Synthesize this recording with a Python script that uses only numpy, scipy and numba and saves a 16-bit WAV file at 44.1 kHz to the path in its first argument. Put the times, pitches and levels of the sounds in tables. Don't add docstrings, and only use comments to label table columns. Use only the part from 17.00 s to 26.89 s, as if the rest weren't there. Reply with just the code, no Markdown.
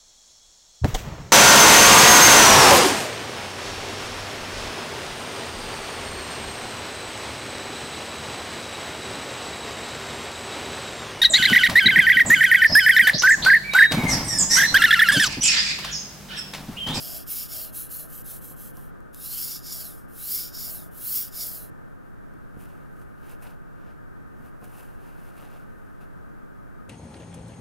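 import sys
import numpy as np
from scipy import signal
from scipy.fft import rfft, irfft, next_fast_len
from scipy.io import wavfile
from scipy.ndimage import uniform_filter1d, map_coordinates
from numba import njit

SR = 44100
rng = np.random.default_rng(int(sys.argv[2]) if len(sys.argv) > 2 else 0)


def generate_wav(sig):
    pcm = np.round(np.clip(np.atleast_2d(sig).T, -1, 1) * 32767).astype(np.int16)
    wavfile.write(sys.argv[1], SR, pcm)


N = 436149
T = np.arange(N) / SR
FREQ = np.maximum(np.arange(N // 2 + 1) * SR / N, 1)
LEFT_RIGHT = np.array([[1], [-1]])

# (start [s], end [s], fastest at [share of stroke], swell [exponent], contact from [0-1],
#  contact to [0-1], hiss level [dB], and relative to the hiss: flat ring [dB], top [dB], grind [dB])
HONING_STROKES = [ (-.07, .255, 0.39, 0.74, 0.49, 0.51, -34.5, 1.5, -6, -20),
                  (0.256, 0.485, 0.55, 0.85, 0.092, 0.00025, -30.5, -8.5, -1.5, -22.5),
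                  (0.474, 0.716, 0.44, 0.84, 0.31, 0.69, -32.5, -1, -4, -22),
                  (0.717, 0.89, 0.35, 1.07, .8, 0.75, -29.5, -8, -6, -27.5),
                  (0.882, 1.085, 0.32, 1.17, 0.67, 0.72, -32, -8, -5, -28),
                  (1.078, 1.232, 0.72, 0.55, 0.61, 0.55, -40, -12, -11, -24),
                  (1.233, 1.403, 0.52, 0.87, .8, 0.87, -32.5, -6, -5, -26.5),
                  (1.401, 1.56, 0.41, .8, 0.49, .55, -40.5, -16, -9, -26),
                  (1.55, 1.731, 0.45, 0.93, 0.51, 0.55, -41.5, -13.5, -8, -25),
                  (1.727, 1.926, 0.28, 1.2, 0.88, 0.9, -44, -4, -8, -19),
                  (2.12, 2.616, .62, 0.94, 0.82, 0.21, -30, -0.5, -5, -27.5),
                  (2.615, 3.068, .3, 0.9, 0.14, 0.97, -35, 0.5, -8, -28),
                  (3.072, 3.526, 0.65, 1.44, 0.91, 0.0056, -30.5, -2.5, -0.5, -26.5),
                  (3.521, 3.9, 0.26, 0.8, 0.13, 0.87, -34.5, 1, -2.5, -30),
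                  (3.902, 4.311, 0.63, 1.57, 0.86, 0.25, -28, -4.5, 1.5, -27.5),
                  (4.306, 4.709, 0.27, 1.22, 0.094, 0.76, -33, -4.5, -3, -29.5), ]
# (time [s], half length [s], extra hiss [dB], flat ring [dB], grind [dB])
EDGE_BITES = [(0.177, .025, 4, -4, -1.5), (0.32, 0.023, 5, -9, -5), (1.16, 0.012, 4, -4, -2),
              (2.37, 0.032, -0.5, -1.5, 8.5), (2.558, 0.016, 2.5, 2, -4), (2.719, .015, -0.5, 5, -8),
              (3.342, 0.035, 4, 0, -5), (3.738, .03, 3, -9, 4), (4.17, 0.016, 4, 1, -4),
              (4.42, 0.029, 2.5, 5.5, -3)]
# (frequency [Hz], gain [dB])
EDGE_COLOUR = [(1500, -36.5), (2150, -11.5), (2900, -37), (4200, -12), (5000, -34.5), (6150, -10.5),
               (7000, -14.5), (8700, -9), (9900, -12.5), (10700, -5.5), (12000, -2), (13400, 1.5),
               (15800, 0)]
# (frequency [Hz], gain [dB])
EDGE_SIDE_COLOUR = [(3000, -47), (5000, -39), (8500, -8.5), (12000, -6.5), (15800, -9.0)]
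# (frequency [Hz], width [Hz], gain [dB])
EDGE_RINGS = [(6560, 200, -16.5), (7700, 290, -8.5), (9590, 180, -5), (10490, 700, -4.5), (11950, 460, 1.5),
              (14900, 750, 1.5)]
# (frequency [Hz], width [Hz], gain [dB])
FLAT_RINGS = [(3690, 400, -13), (4700, 320, -4.5), (5067, 160, 1.5), (5500, 290, 2.5), (6950, 430, -2.5)]
# (frequency [Hz], width [Hz], gain [dB])
GRIND_BANDS = [(2710, 460, 0.11), (3196, 330, 0.43)]
# (ratio to first mode, gain [dB], Q)
BEND_OVERTONES = [(2.756, -1.5, 9.9), (3.4, -4.5, 9.0)]
# (time [s], peak level [dB])
BLADE_TICKS = [(.2745, -34), (.809, -30), (.922, -32), (1.153, -31), (1.7705, -29), (2.005, -44),
               (2.1462, -26.5), (2.724, -18), (3.748, -29), (4.187, -19)]
# (centre time [s], length [s], level [dB])
PULL_STROKES = [(0.11, 0.32, -53), (0.62, 0.29, -54), (1.01, 0.3, -60), (1.344, 0.12, -62),
                (2.83, 0.37, -61), (3.708, 0.57, -59.5), (4.496, 0.44, -59)]
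# (time [s], level [dB])
ROCKING_LEVELS = [(0, -72), (.8, -70), (1.2, -66), (1.55, -58), (1.9, -66), (2.1, -77)]
# (frequency [Hz], width [Hz], gain [dB])
ROCKING_BANDS = [(147, 52, -4.0), (520, 54, -7.5)]
# (peak time [s], rise [s], fall [s], fibre hiss [dB], fold rustle [dB])
CLOTH_WIPES = [ (5.055, .023, 0.05, -73, -81), (5.62, .027, 0.04, -55, -61), (5.7, 0.13, 0.14, -66.5, -62),
               (6.025, 0.083, .017, -63.5, -69), (6.11, .07, .03, -72, -76),
               (6.317, 0.087, 0.037, -57.5, -55), (6.428, .012, 0.028, -53, -55),
               (6.46, .02, 0.021, -64, -52), (6.505, .06, 0.032, -61.5, -56), (6.9, 0.14, .055, -77, -62.5),
               (7.469, .07, 0.032, -62.5, -62), (7.642, .018, .035, -56, -57),
               (7.78, 0.091, 0.11, -55, -56), (8.088, 0.081, .045, -62.5, -56.5),
               (8.3, .19, .02, -61.5, -59), (8.412, 0.073, 0.089, -59, -54), (8.55, .06, 0.079, -64, -56.5),
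               (8.83, 0.25, .22, -72.5, -71), (9.016, .01, 0.036, -64.5, -57.5), ]
# (frequency [Hz], gain [dB])
FIBRE_EQ = [(1500, -8), (2700, 3.5), (3600, -8.5), (5000, -5.5), (8000, -2.5), (11000, 4.5), (13000, 1),
            (15800, -1)]
# (frequency [Hz], gain [dB])
FOLD_EQ = [(60, -10), (150, 0), (280, -1), (500, 8.5), (900, 10), (1500, -0.5), (2100, -1.5), (2650, 3),
           (3300, -5.5), (6000, -12.5), (15800, -35)]
# (time [s], relative peak level [dB])
FOLD_SNAPS = [(5.337, -37.5), (5.6109, -47), (5.6907, -36), (5.792, -47), (6.023, -44), (6.2405, -41),
              (6.4205, -42), (6.5093, -50), (7.6358, -48), (8.2539, -49), (9.0087, -47)]
# (time [s], peak level [dB], contact time [s])
BENCH_BUMPS = [(1.385, -44, .003), (1.513, -39, 0.00049), (1.573, -41, 0.0026), (1.776, -36, 0.00035),
               (5.545, -42, 0.0023), (5.569, -31, 0.0015), (5.584, -41, 0.0044), (5.63, -39, 0.0026),
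               (7.4, -37, 0.0027), (7.412, -42, 0.0028), (7.447, -42, 0.0043), (7.622, -38, 0.0003),
               (7.63, -35, 0.0011), (7.675, -39, 0.0011), (8.435, -38, .0008)]
# (frequency [Hz], t60 [s], gain [dB])
BENCH_RINGS = [(62, 0.15, -28), (155, 0.039, -13), (210, 0.043, 2), (298, 0.032, 8), (474, 0.022, 9.5),
               (733, 0.12, 2), (1048, 0.066, 8.5), (1480, 0.041, 3)]
# (frequency [Hz], width [Hz], gain [dB])
FAN_HOUSING = [(1248, 89, 3), (1433, 27.6, 1), (1563, 107, 1), (1706, 210, -23)]
# (frequency [Hz], noise density [dB re 1/Hz])
ROOM_TONE_MID = [(25, -79.5), (150, -80.5), (260, -82.5), (420, -86.5), (800, -91), (1600, -89.5),
                 (2100, -102), (3000, -110), (4200, -115), (7500, -116), (11500, -114), (15800, -116)]
# (frequency [Hz], noise density [dB re 1/Hz])
ROOM_TONE_SIDE = [(25, -62), (60, -69.5), (150, -66), (260, -71.5), (420, -75.5), (700, -82), (1100, -86.5),
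                  (1650, -90), (2100, -101), (3000, -111), (4200, -118), (7500, -120), (11500, -116),
                  (15800, -117)]

HEEL_HZ, TIP_HZ, BEND_LAW = 5436, 2897, 1.85
TIP_LOSS_DB, TIP_LAW = -13.5, 4.9
FLAT_FADE_DB = -16.5
HELD_DB, FREE_DB, FREE_AT, FREE_WIDTH = -14, 8.5, 0.71, .15
TOP_SLOPE, GRIND_SLOPE = .25, -0.43
COMB_ECHO, COMB_CYCLES = 0.21, 2.11
STICTION = 0.17
TURN_DB = -23.5


def honing():
    place, motion_db, (hiss_db, flat_db, top_db, grind_db) = stroke_motion()
    hiss_bite, flat_bite, grind_bite = bites()
    hiss_db = hiss_db + motion_db + hiss_bite + TIP_LOSS_DB * place ** TIP_LAW
    flat_db = flat_db + flat_bite + FLAT_FADE_DB * place
    top_db = top_db + TOP_SLOPE * motion_db
    grind_db = grind_db + grind_bite + GRIND_SLOPE * motion_db
    freedom = undb(HELD_DB + FREE_DB * np.exp(-((place - FREE_AT) / FREE_WIDTH) ** 2))
    bend_hz = (HEEL_HZ + (TIP_HZ - HEEL_HZ) * place ** BEND_LAW) * (1 + .012 * wander(25))
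    hiss, side = edge_hiss(bend_hz, top_db)
    plucks = grit(bend_hz)
    flat = unit(eq(plucks, peaks(FLAT_RINGS))) + undb(4.5) * freedom * bending_ring(bend_hz, q=12.0)
    grind = unit(eq(plucks, peaks(GRIND_BANDS)))
    rasp = sum(undb(db) * bending_ring(np.minimum(ratio * bend_hz, SR * 4 / 9), q)
               for ratio, db, q in BEND_OVERTONES)
    mid = undb(1.6) * hiss + undb(flat_db - 2.8) * flat + undb(grind_db) * grind + freedom * rasp
    mid = eq(mid, 1 - peaks([(2060, 360, -5)]))
    roughness = undb(0.64 * wander(450) + 0.83 * wander(60))
    return np.array([mid, side]) * undb(hiss_db) * roughness


def stroke_motion():
    place, motion, levels = np.zeros(N), np.full(N, undb(-90)), np.zeros((4, N))
    for start, end, fastest, swell, here, there, *stroke_db in HONING_STROKES:
        now = (T >= start) & (T < end)
        peak_s = start + fastest * (end - start)
        speed = np.sin(np.pi * np.interp(T[now], [start, peak_s, end], [0, .5, 1]))
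        speed = speed ** 2 * (1 + STICTION) / (speed + STICTION)
        place[T >= start] = there
        place[now] = here + (there - here) * np.cumsum(speed) / speed.sum()
        motion[now] = speed ** swell + undb(TURN_DB)
        levels[:, T >= start] = np.array(stroke_db)[:, None]
    place = np.clip(smooth(place, SR // 25), 0, 1)
    return place, smooth(20 * np.log10(motion), SR // 55), smooth(levels, SR // 30)


def bites():
    return sum(np.array(extra_db)[:, None] * np.exp(-((T - s) / half_length) ** 2)
               for s, half_length, *extra_db in EDGE_BITES)


def grit(bend_hz):
    plucks = grains(rate=30000, spread_db=0.6)
    plucks = plucks + .25 * tail(plucks, t60=.08)
    lag_cycles = np.geomspace(5, 48, 6) * rng.uniform(.85, 1.15, 6)
    echoes = sum(np.interp(T - cycles / bend_hz, T, plucks) for cycles in lag_cycles)
    return unit(plucks + .27 * echoes)


def edge_hiss(bend_hz, top_db):
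    plucks = np.array([grit(bend_hz) for _ in range(2)])
    hiss = unit(eq(plucks, np.hypot(colour(EDGE_COLOUR), peaks(EDGE_RINGS))))
    top = eq(hiss, np.clip((FREQ - 12000) / 3000, 0, 1))
    mid, side = hiss + (undb(top_db) - 1) * top
    hollow = mid - bandpass(mid, 0.95 * bend_hz, q=17.0)
    echo = map_coordinates(hollow, [(T - COMB_CYCLES / bend_hz) * SR])
    return (hollow - COMB_ECHO * echo) / np.hypot(1, COMB_ECHO), eq(side, colour(EDGE_SIDE_COLOUR))


def bending_ring(hz, q):
    return unit(bandpass(bandpass(noise(), hz, q), hz, q))


def ticks(events, decay_s, highpass_hz):
    out, t = np.zeros(N), T[:SR // 30]
    highpass = signal.butter(2, highpass_hz, "high", fs=SR, output="sos")
    for s, db in events:
        burst = signal.sosfilt(highpass, rng.standard_normal(len(t)) * np.exp(-t / decay_s))
        add_hit(out, s, burst, db)
    return out


def block_hum(hz, width_hz):
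    drag = sum(undb(db) * np.cos(np.pi * np.clip((T - s) / length, -.5, .5))
               for s, length, db in PULL_STROKES)
    return drag * unit(eq(noise(), peaks([(hz, width_hz, 0)])))


def block_rocking():
    times, db = np.transpose(ROCKING_LEVELS)
    gate = np.clip(np.minimum(T - times[0], times[-1] - T) * 20 + 1, 0, 1)
    return unit(eq(noise(), peaks(ROCKING_BANDS))) * undb(np.interp(T, times, db)) * gate


def cloth():
    power = 0
    for s, rise, fall, fibre_db, fold_db in CLOTH_WIPES:
        from_peak = np.abs(T - s) / np.where(T < s, rise, fall)
        swell = np.exp(-from_peak ** 1.19)
        power = power + (undb([[fibre_db], [fold_db]]) * swell) ** 2
    fibres = unit(eq(grains(rate=7000, spread_db=1.5), colour(FIBRE_EQ)))
    folds = unit(eq(grains(rate=3000, spread_db=1), colour(FOLD_EQ)))
    return (np.sqrt(power) * [fibres, folds]).sum(axis=0) * undb(0.91 * wander(90))


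def bench_bumps():
    out, t = np.zeros(N), T[:SR // 4]
    ring = sum(undb(db) * np.sin(2 * np.pi * hz * t) * np.exp(-np.log(1000) * t / t60)
               for hz, t60, db in BENCH_RINGS)
    for s, db, contact_s in BENCH_BUMPS:
        push = np.sin(np.pi * np.minimum(t / contact_s, 1))
        add_hit(out, s, signal.fftconvolve(ring, push)[:len(t)], db)
    return out


def fan(whine_hz, left_lag_s):
    housing = peaks(FAN_HOUSING)
    air = unit(eq(noise(), housing))
    direct = np.array([np.interp(T - left_lag_s, T, air), air]) * undb([[-56], [-60.5]])
    diffuse = unit(eq(np.array([noise(), noise()]), housing)) * undb([[-63], [-67]])
    phase = 2 * np.pi * np.cumsum(whine_hz + 3.54 * wander(30)) / SR
    whine = np.sin(phase) * undb(-67 + 2.3 * wander(4.0)) * np.array([[1.8], [-.5]])
    return (direct + diffuse) * undb(0.396 * wander(12)) + whine


def room_tone():
    mid, side = (eq(noise(), colour(c)) * np.sqrt(SR / 2) for c in (ROOM_TONE_MID, ROOM_TONE_SIDE))
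    return (mid + side * LEFT_RIGHT) * undb(0.43 * wander(8.6))


def undb(db):
    return 10 ** (np.asarray(db) / 20)


def unit(x):
    return x / np.sqrt(np.mean(x ** 2))


def smooth(x, samples):
    return uniform_filter1d(x, samples, mode="nearest")


def colour(points):
    hz, db = np.transpose(points)
    return undb(np.interp(np.log(FREQ), np.log(hz), db))


def peaks(modes):
    return sum(undb(db) / (1 + ((FREQ - hz) / width) ** 2 * 2) for hz, width, db in modes)


def eq(x, gain):
    size = next_fast_len(N + N // 20, real=True)
    bin_hz = np.arange(size // 2 + 1) * SR / size
    return irfft(rfft(x, size) * np.interp(bin_hz, FREQ, gain), size)[..., :N]


@njit
def bandpass(x, hz, q):
    y, band_state, low_state = np.empty(len(x)), 0., 0.
    for i in range(len(x)):
        g = np.tan(np.pi * hz[i] / SR)
        band = (band_state + g * (x[i] - low_state)) / (1 + g * (g + 1 / q))
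        band_state = 2 * band - band_state
        low_state += 2 * g * band
        y[i] = band / q
    return y


def noise():
    return rng.standard_normal(N)


def wander(rate):
    return unit(np.interp(T * rate, np.arange(N // 10), rng.standard_normal(N // 10)))


def grains(rate, spread_db):
    impacts = (rng.random(N) < rate / SR) * noise()
    return unit(impacts * undb(spread_db * np.minimum(rng.exponential(size=N), 4)))


def tail(x, t60):
    t = T[:SR // 2]
    response = rng.standard_normal(len(t)) * np.exp(-np.log(1000) * t / t60)
    return signal.fftconvolve(x, response / np.linalg.norm(response))[:N]


def add_hit(track, s, sound, peak_db):
    start = int(s * SR)
    track[start:start + len(sound)] += undb(peak_db) * sound[:N - start] / np.abs(sound).max()


def scene():
    blade, blade_side = honing()
    blade_ticks = ticks(BLADE_TICKS, decay_s=0.00057, highpass_hz=7950)
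    snaps = undb(-14.5) * ticks(FOLD_SNAPS, decay_s=0.0022, highpass_hz=2200)
    wood = block_hum(hz=652, width_hz=110) + bench_bumps() + block_rocking()
    rustle = cloth()
    mid = blade + blade_ticks + snaps + rustle + wood
    side = blade_side + undb(-10) * tail(rustle, t60=0.033) + undb(-15) * tail(wood, t60=.06)
    return mid + side * LEFT_RIGHT + room_tone() + fan(whine_hz=1795, left_lag_s=.00015)


def record(dry):
    return eq(dry, np.clip((15720 - FREQ) / 200 + .5, 0, 1))


dry = scene()
out = record(dry)
generate_wav(out)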